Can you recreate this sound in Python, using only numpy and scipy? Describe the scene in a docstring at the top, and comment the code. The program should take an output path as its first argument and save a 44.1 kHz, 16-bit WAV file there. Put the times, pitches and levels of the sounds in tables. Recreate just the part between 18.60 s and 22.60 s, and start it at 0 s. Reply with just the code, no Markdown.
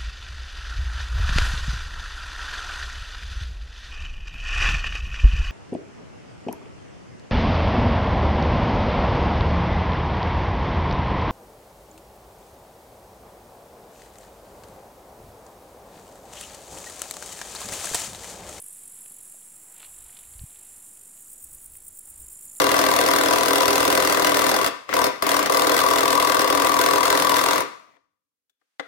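"""Bush crickets buzz in a sunny meadow, scraping toothed wings at about fifty strokes a second.
A close one joins with quick chirps, and a far chorus shimmers behind them all.
Treble bands swell and fade as the hand-held microphone slowly turns. Brushed grass rustles
and ticks, the hand bumps the housing, and a light breeze touches the microphone."""
import sys
import numpy as np
from scipy import signal
from scipy.fft import rfft, irfft
from scipy.io import wavfile

SR = 44100
rng = np.random.default_rng(int(sys.argv[2]) if len(sys.argv) > 2 else 0)


def wav_out(sig):
    """Save sig, one row per channel (or a flat mono array), as 16-bit PCM at SR to the path in sys.argv[1]."""
    wavfile.write(sys.argv[1], SR, np.round(np.clip(np.atleast_2d(sig).T, -1, 1) * 32767).astype(np.int16))


N = 176400

# bed of still air over the field (f/Hz, level/dB)
AIR_COLOUR = [(20, -11), (60, -2.5), (170, 0.5), (300, -1), (600, -5.5), (1500, -8.5), (3200, -12),
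              (4800, -14), (8000, -19.5), (16000, -34)]
# breeze on the microphone: gusts (t/s, level/dB) and rumble (f/Hz, level/dB)
BREEZE_LEVEL = [(0, -86), (1.18, -80), (1.28, -66), (1.45, -60.5), (1.58, -66), (1.66, -62.5), (1.8, -49.5),
                (1.89, -69), (2.1, -70), (2.3, -78), (2.7, -79), (2.85, -56.5), (3.12, -60.5),
                (3.44, -68.5), (3.6, -50.5), (3.74, -67), (4, -73)]
BREEZE_COLOUR = [(12, -5), (30, -2), (55, 3), (100, -6.5), (170, -20.5), (400, -50.5), (1500, -60)]
# soft swish of brushed grass: fader (t/s, level/dB) and colour (f/Hz, level/dB)
SWISH_LEVEL = [(0, -88.5), (.45, -70.5), (.9, -72.5), (1.2, -60.5), (1.32, -67.5), (1.55, -65), (2.3, -73),
               (4, -98)]
SWISH_COLOUR = [(150, -14.5), (800, 0), (1800, -5.5), (6000, -23.5)]
# its crisp crunch: fader (t/s, level/dB) and colour (f/Hz, level/dB)
CRUNCH_LEVEL = [(0, -70.5), (.4, -70), (.6, -71), (1.1, -78), (1.19, -59), (1.235, -51), (1.275, -61),
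                (1.3, -68), (1.58, -63.5), (1.75, -69), (2, -66.5), (2.3, -76), (4, -98)]
CRUNCH_COLOUR = [(500, -18), (1500, -8), (2700, 0), (4000, -3), (5200, -15.5), (9000, -32)]
# snapping stalks: cues (t/s, level/dB, centre f/Hz) and colour (multiple of centre, level/dB)
STALKS = [(.4587, -52, 2730), (.8226, -60.5, 3300), (1.229, -46, 2600), (1.2475, -46, 3560),
          (1.4955, -52.5, 2272), (1.570, -46.5, 3860), (1.589, -51.5, 3900), (1.636, -55, 2600),
          (1.739, -54.5, 4130), (1.7926, -46.5, 4060), (1.958, -53.5, 3240), (2.372, -60, 2930),
          (2.573, -59, 3620), (3.153, -55.5, 2900), (3.963, -59, 3900)]
STALK_COLOUR = [(.1, -10), (.5, -9.5), (.8, 2), (1.1, 2.5), (1.4, -13), (4, -30)]
# finger taps: cues (t/s, level/dB, centre f/Hz) and colour (multiple of centre, level/dB)
TAPS = [(.458, -60, 400), (.508, -55.5, 260), (.743, -58, 560), (3.475, -61.5, 1010)]
TAP_COLOUR = [(.2, -10), (1, 1.5), (2, -11), (5, -19.5), (16, -25.5)]
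# bumps on the housing (t/s, f/Hz, envelope peak level/dB, rise/s)
BUMPS = [(1.751, 61.4, -41, 0.0074), (1.813, 62.2, -31, 0.007), (1.8352, 112.3, -31.5, 0.00444)]
# far chorus: fader (t/s, level/dB) and colour (f/Hz, level/dB)
CHORUS_LEVEL = [(0, -46.5), (.5, -48.5), (1.1, -48), (2.3, -48), (2.7, -49), (3, -50.5), (3.3, -53.5),
                (4, -46.5)]
CHORUS_COLOUR = [(4500, -35), (5500, -18.5), (6400, -17), (6900, -7), (7400, .5), (8500, 1), (9600, -2.5),
                 (10800, -1), (12000, -7), (13300, -10), (15000, -12.5), (16000, -9)]
# a lower buzzer and the faster neighbour that takes over (t/s, stroke rate/Hz, level/dB, ring f/Hz)
LOW_BUZZ = [(0, 63.8, -62, 7730), (.4, 47, -50, 7627), (.9, 51, -56.5, 7550), (1.4, 49.3, -52, 7450),
            (2, 46.2, -56.5, 7320), (2.6, 49.5, -57, 7060), (3, 44, -58, 7010), (3.15, 58, -72, 7120),
            (4, 69, -90, 7030)]
FAST_BUZZ = [(2.95, 76.7, -84, 7364), (3.15, 59, -58, 7440), (3.35, 59.5, -55, 7270),
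             (3.55, 57.3, -53, 7230), (3.78, 55.5, -49.5, 7254), (4, 58.3, -46.5, 7267)]
# wing resonance of these two (f/Hz, level/dB)
LOW_WING = [(5500, -27.5), (6500, -27.5), (6950, -5), (7350, -3), (7700, -11), (8200, -14), (10000, -0.5),
            (12000, -28), (16000, -21)]
# close insect's chirps (last stroke t/s, level/dB)
CHIRPS = [(2.625, -45.5), (2.734, -41.5), (2.844, -39), (2.951, -40.5), (3.061, -39), (3.171, -40),
          (3.284, -40.5), (3.393, -39), (3.505, -40), (3.622, -41.5), (3.732, -40.5), (3.855, -41),
          (3.979, -43.5)]
# its wing resonance and its top sizzle (f/Hz, level/dB)
CHIRP_WING = [(5000, -30), (6500, -25), (7750, -13), (8300, 0), (9500, -5), (12400, -11), (16500, -8)]
SIZZLE_COLOUR = [(12500, -26), (13700, -8), (14700, 0), (16500, -9)]
# wide-band buzzer: pace (t/s, stroke rate/Hz) and fader (t/s, level/dB)
BUZZ_RATE = [(0, 47.2), (.2, 46.8), (.4, 45), (.9, 44.8), (1.3, 47), (1.8, 47.5), (2.8, 46.4), (3.25, 48),
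             (4, 47.3)]
BUZZ_LEVEL = [(0, -43.5), (.05, -43.5), (.12, -45), (.16, -49.5), (.5, -48.5), (.72, -50), (.95, -57),
              (1.5, -52.5), (2, -57.5), (2.65, -54), (3.2, -55), (3.6, -49.5), (4, -49)]
# its broad wing resonance and its sharp wing modes (f/Hz, level/dB)
BUZZ_WING = [(5500, -44.5), (7000, -31), (7800, -7.5), (8600, 0.5), (9300, 0.5), (10000, -2), (10700, 3.5),
             (11300, -2), (11800, -10.5), (12500, -2), (13300, -18), (16000, -22)]
BUZZ_MODES = [(9880, -7.5), (10400, -13), (11680, -12)]
# microphone balance, left minus right (f/Hz, level/dB)
BALANCE = [(2800, 0), (4300, -3.5), (6000, -3.6), (7300, -4.5), (8150, -2.8), (8900, 0), (9550, 0),
           (10100, -2.3), (10900, -3), (11900, 0)]
# a very faint hiss, independent in left and right (f/Hz, level/dB)
HISS_COLOUR = [(60, 7.5), (300, 11), (700, 6.5), (1400, -24), (4000, -17), (8000, 1.5), (15000, -7.5)]

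TIME, FREQS = np.arange(N) / SR, np.arange(N // 2 + 1) * SR / N


def undb(db):
    """Decibels to gain."""
    return 10 ** (np.asarray(db) / 20)


def unit(x):
    """Scale to rms 1."""
    return x / np.sqrt(np.mean(x ** 2))


def bell(x, width):
    """Gaussian swell that peaks at x = 0."""
    return np.exp(-.5 * (x / width) ** 2)


def curve(rows, column=1):
    """One column of a table, joined by straight lines in time."""
    rows = np.array(rows)
    return np.interp(TIME, rows[:, 0], rows[:, column])


def response(points):
    """EQ curve as gains, from (f/Hz, level/dB) points."""
    hz, db = np.array(points).T
    return undb(np.interp(np.log(FREQS + 1), np.log(hz), db))


def colour(x, points):
    """Apply an EQ curve and scale to rms 1."""
    return unit(irfft(rfft(x) * response(points), N))


def noise(points):
    """Coloured noise of rms 1."""
    return colour(rng.standard_normal(N), points)


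def walk(rate_hz):
    """Smooth random motion of rms 1."""
    return unit(irfft(rfft(rng.standard_normal(N)) * np.exp(-(FREQS / rate_hz) ** 2), N))


def air(bed_db=-64):
    """A bed of still air, with low gusts of breeze on the microphone."""
    bed = noise(AIR_COLOUR) * undb(bed_db + .78 * walk(2.5))
    return bed + noise(BREEZE_COLOUR) * undb(curve(BREEZE_LEVEL))


def ticks(cues, shape, rise_s, decay_s):
    """Short dry contacts: noise bursts, each coloured around its own centre."""
    out = np.zeros(N)
    for at, db, hz in cues:
        age = np.maximum(TIME - at, 0)
        envelope = 2 * (1 - np.exp(-age / rise_s)) * np.exp(-age / decay_s)
        snap = envelope * noise([(hz * ratio, gain_db) for ratio, gain_db in shape])
        out += undb(db) * unit(snap) * np.sqrt(np.mean(envelope ** 2))
    return out


def grass():
    """Blades slide softly and crunch in fine grains; single dry stalks snap."""
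    swish = noise(SWISH_COLOUR) * undb(curve(SWISH_LEVEL))
    grains = rng.standard_normal(N) * undb(3.7 * walk(500))
    crunch = colour(grains, CRUNCH_COLOUR) * undb(curve(CRUNCH_LEVEL))
    return swish + crunch + ticks(STALKS, STALK_COLOUR, rise_s=.000505, decay_s=.00203)


def handling():
    """Light finger taps and soft, heavily damped bumps on the housing."""
    out = ticks(TAPS, TAP_COLOUR, rise_s=.0011, decay_s=.006)
    for at, hz, db, rise in BUMPS:
        age = np.maximum(TIME - at, 0)
        envelope = (age / rise * np.exp(1 - age / rise)) ** 2
        out -= undb(db) * envelope * np.sin(2 * np.pi * hz * age)
    return out


def microphone_turn(x, bands=24, lowest_hz=6500, spacing_hz=454, depth_db=1.6):
    """Treble bands swell and fade, each on its own, as the microphone moves."""
    spectrum = rfft(x)
    for k in range(bands):
        band = np.maximum(1 - np.abs((FREQS - lowest_hz) / spacing_hz - k), 0)
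        x = x + irfft(spectrum * band, N) * (undb(depth_db * walk(1.8)) - 1)
    return x


def teeth(rate_hz=4250, jitter=.3, scatter_db=4):
    """Uneven clicks of a scraper running over the teeth of a wing's file."""
    gap, strength = rng.standard_normal((N // 8, 2)).T
    at = (np.cumsum(np.exp(jitter * gap)) * SR / rate_hz).astype(int)
    clicks = np.bincount(at[at < N], undb(scatter_db * strength[at < N]), N)
    return colour(clicks - clicks.mean(), [(3000, -40), (5500, 0)])


def strokes(rate_hz, width, scatter_db=1.0):
    """Pulsing envelope of wing strokes, and the place in each; width and place are in cycles."""
    cycles = np.cumsum(rate_hz) / SR + .45
    place = cycles % 1 - .5
    size = undb(scatter_db * rng.standard_normal(N // 100))[cycles.astype(int)]
    return unit(size * bell(place, width)), place


def chorus():
    """Far insects at two drifting stroke rates merge into a shimmering hiss."""
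    far = sum(noise(CHORUS_COLOUR) * strokes(rate_hz * (1 + .022 * walk(1.25)), width=.34)[0]
              for rate_hz in (48.5, 53.))
    return unit(far) * undb(curve(CHORUS_LEVEL) + .17 * walk(24))


def low_buzzer(table, ring_db, sag_hz):
    """A wing rasp with a narrow ring whose pitch sags through every stroke."""
    stroke, place = strokes(curve(table), width=.16)
    hz = curve(table, column=3) - sag_hz * place + 100 * walk(302.4)
    ring = np.sin(2 * np.pi * np.cumsum(hz) / SR) * (1 + .35 * walk(530))
    rasp = colour(teeth() * stroke, LOW_WING)
    return unit(rasp + undb(ring_db) * unit(ring * stroke)) * undb(curve(table, column=2))


def close_chirper(count=5, gap_s=.0155, growth_db=4.5, ring_hz=8730, ring_db=-2):
    """Each chirp is a few growing strokes: all sizzle on top, the strong ones ring with a rising tone."""
    rasp, sizzle, ring = np.zeros((3, N))
    waver_hz, grain = 220 * walk(510), 1 + .39 * walk(820)
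    for at, db in CHIRPS:
        # k counts back from the last stroke
        for k, (late, louder) in enumerate(rng.standard_normal((count, 2))):
            centre = at - k * gap_s + .0003 * k * late
            near = slice(*np.searchsorted(TIME, [centre - gap_s, centre + gap_s]))
            age = TIME[near] - centre
            size = undb(db - k * growth_db + .52 * louder)
            rasp[near] += size * bell(age, .0035)
            sizzle[near] += undb(db - 10 - 1.3 * k + louder) * bell(age, .0048)
            ring_age = age + .00214  # the ring peaks just ahead of the rasp
            glide_hz_per_s = 130000 / (1 + k)
            hz = ring_hz - 250 * min(k, 2) + glide_hz_per_s * ring_age + waver_hz[near]
            ring[near] += size * bell(ring_age, .0026) * np.sin(2 * np.pi * np.cumsum(hz) / SR)
    scrape = teeth()
    scratch = rasp * colour(scrape, CHIRP_WING) + sizzle * colour(scrape, SIZZLE_COLOUR)
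    return scratch + np.sqrt(2) * undb(ring_db) * ring * grain


def wide_buzzer(mode_half_width_hz=106):
    """Tooth clicks in even strokes drive a broadly tuned wing with a few sharp modes."""
    scrape = teeth() * strokes(curve(BUZZ_RATE), width=.13)[0]
    spectrum = rfft(scrape)
    modes = np.zeros(N)
    for hz, db in BUZZ_MODES:
        detune = (FREQS - hz) / mode_half_width_hz
        modes += undb(db) * unit(irfft(spectrum / (1 + 1j * detune) ** 2, N))
    return unit(colour(scrape, BUZZ_WING) + modes) * undb(curve(BUZZ_LEVEL))


def scene():
    """One mix feeds both channels; the right is stronger in two treble bands."""
    insects = microphone_turn(wide_buzzer() + chorus()) + close_chirper()
    insects += low_buzzer(LOW_BUZZ, ring_db=1, sag_hz=686)
    insects += low_buzzer(FAST_BUZZ, ring_db=3, sag_hz=397)
    mix = insects + air() + grass() + handling()
    balance = response(BALANCE)
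    pan = 2 * np.array([balance, np.ones_like(balance)]) / (1 + balance)
    return irfft(rfft(mix) * pan, N)


def record(dry, hiss_db=-84.5, top_hz=15700, dc_offset=-.0006):
    """A very faint hiss, independent in left and right, then a steep high cut and a slight offset."""
    hiss = undb(hiss_db) * np.array([noise(HISS_COLOUR), noise(HISS_COLOUR)])
    high_cut = signal.ellip(12, .1, 80, top_hz, fs=SR, output="sos")
    return signal.sosfilt(high_cut, dry + hiss) + dc_offset


dry = scene()
out = record(dry)
wav_out(out)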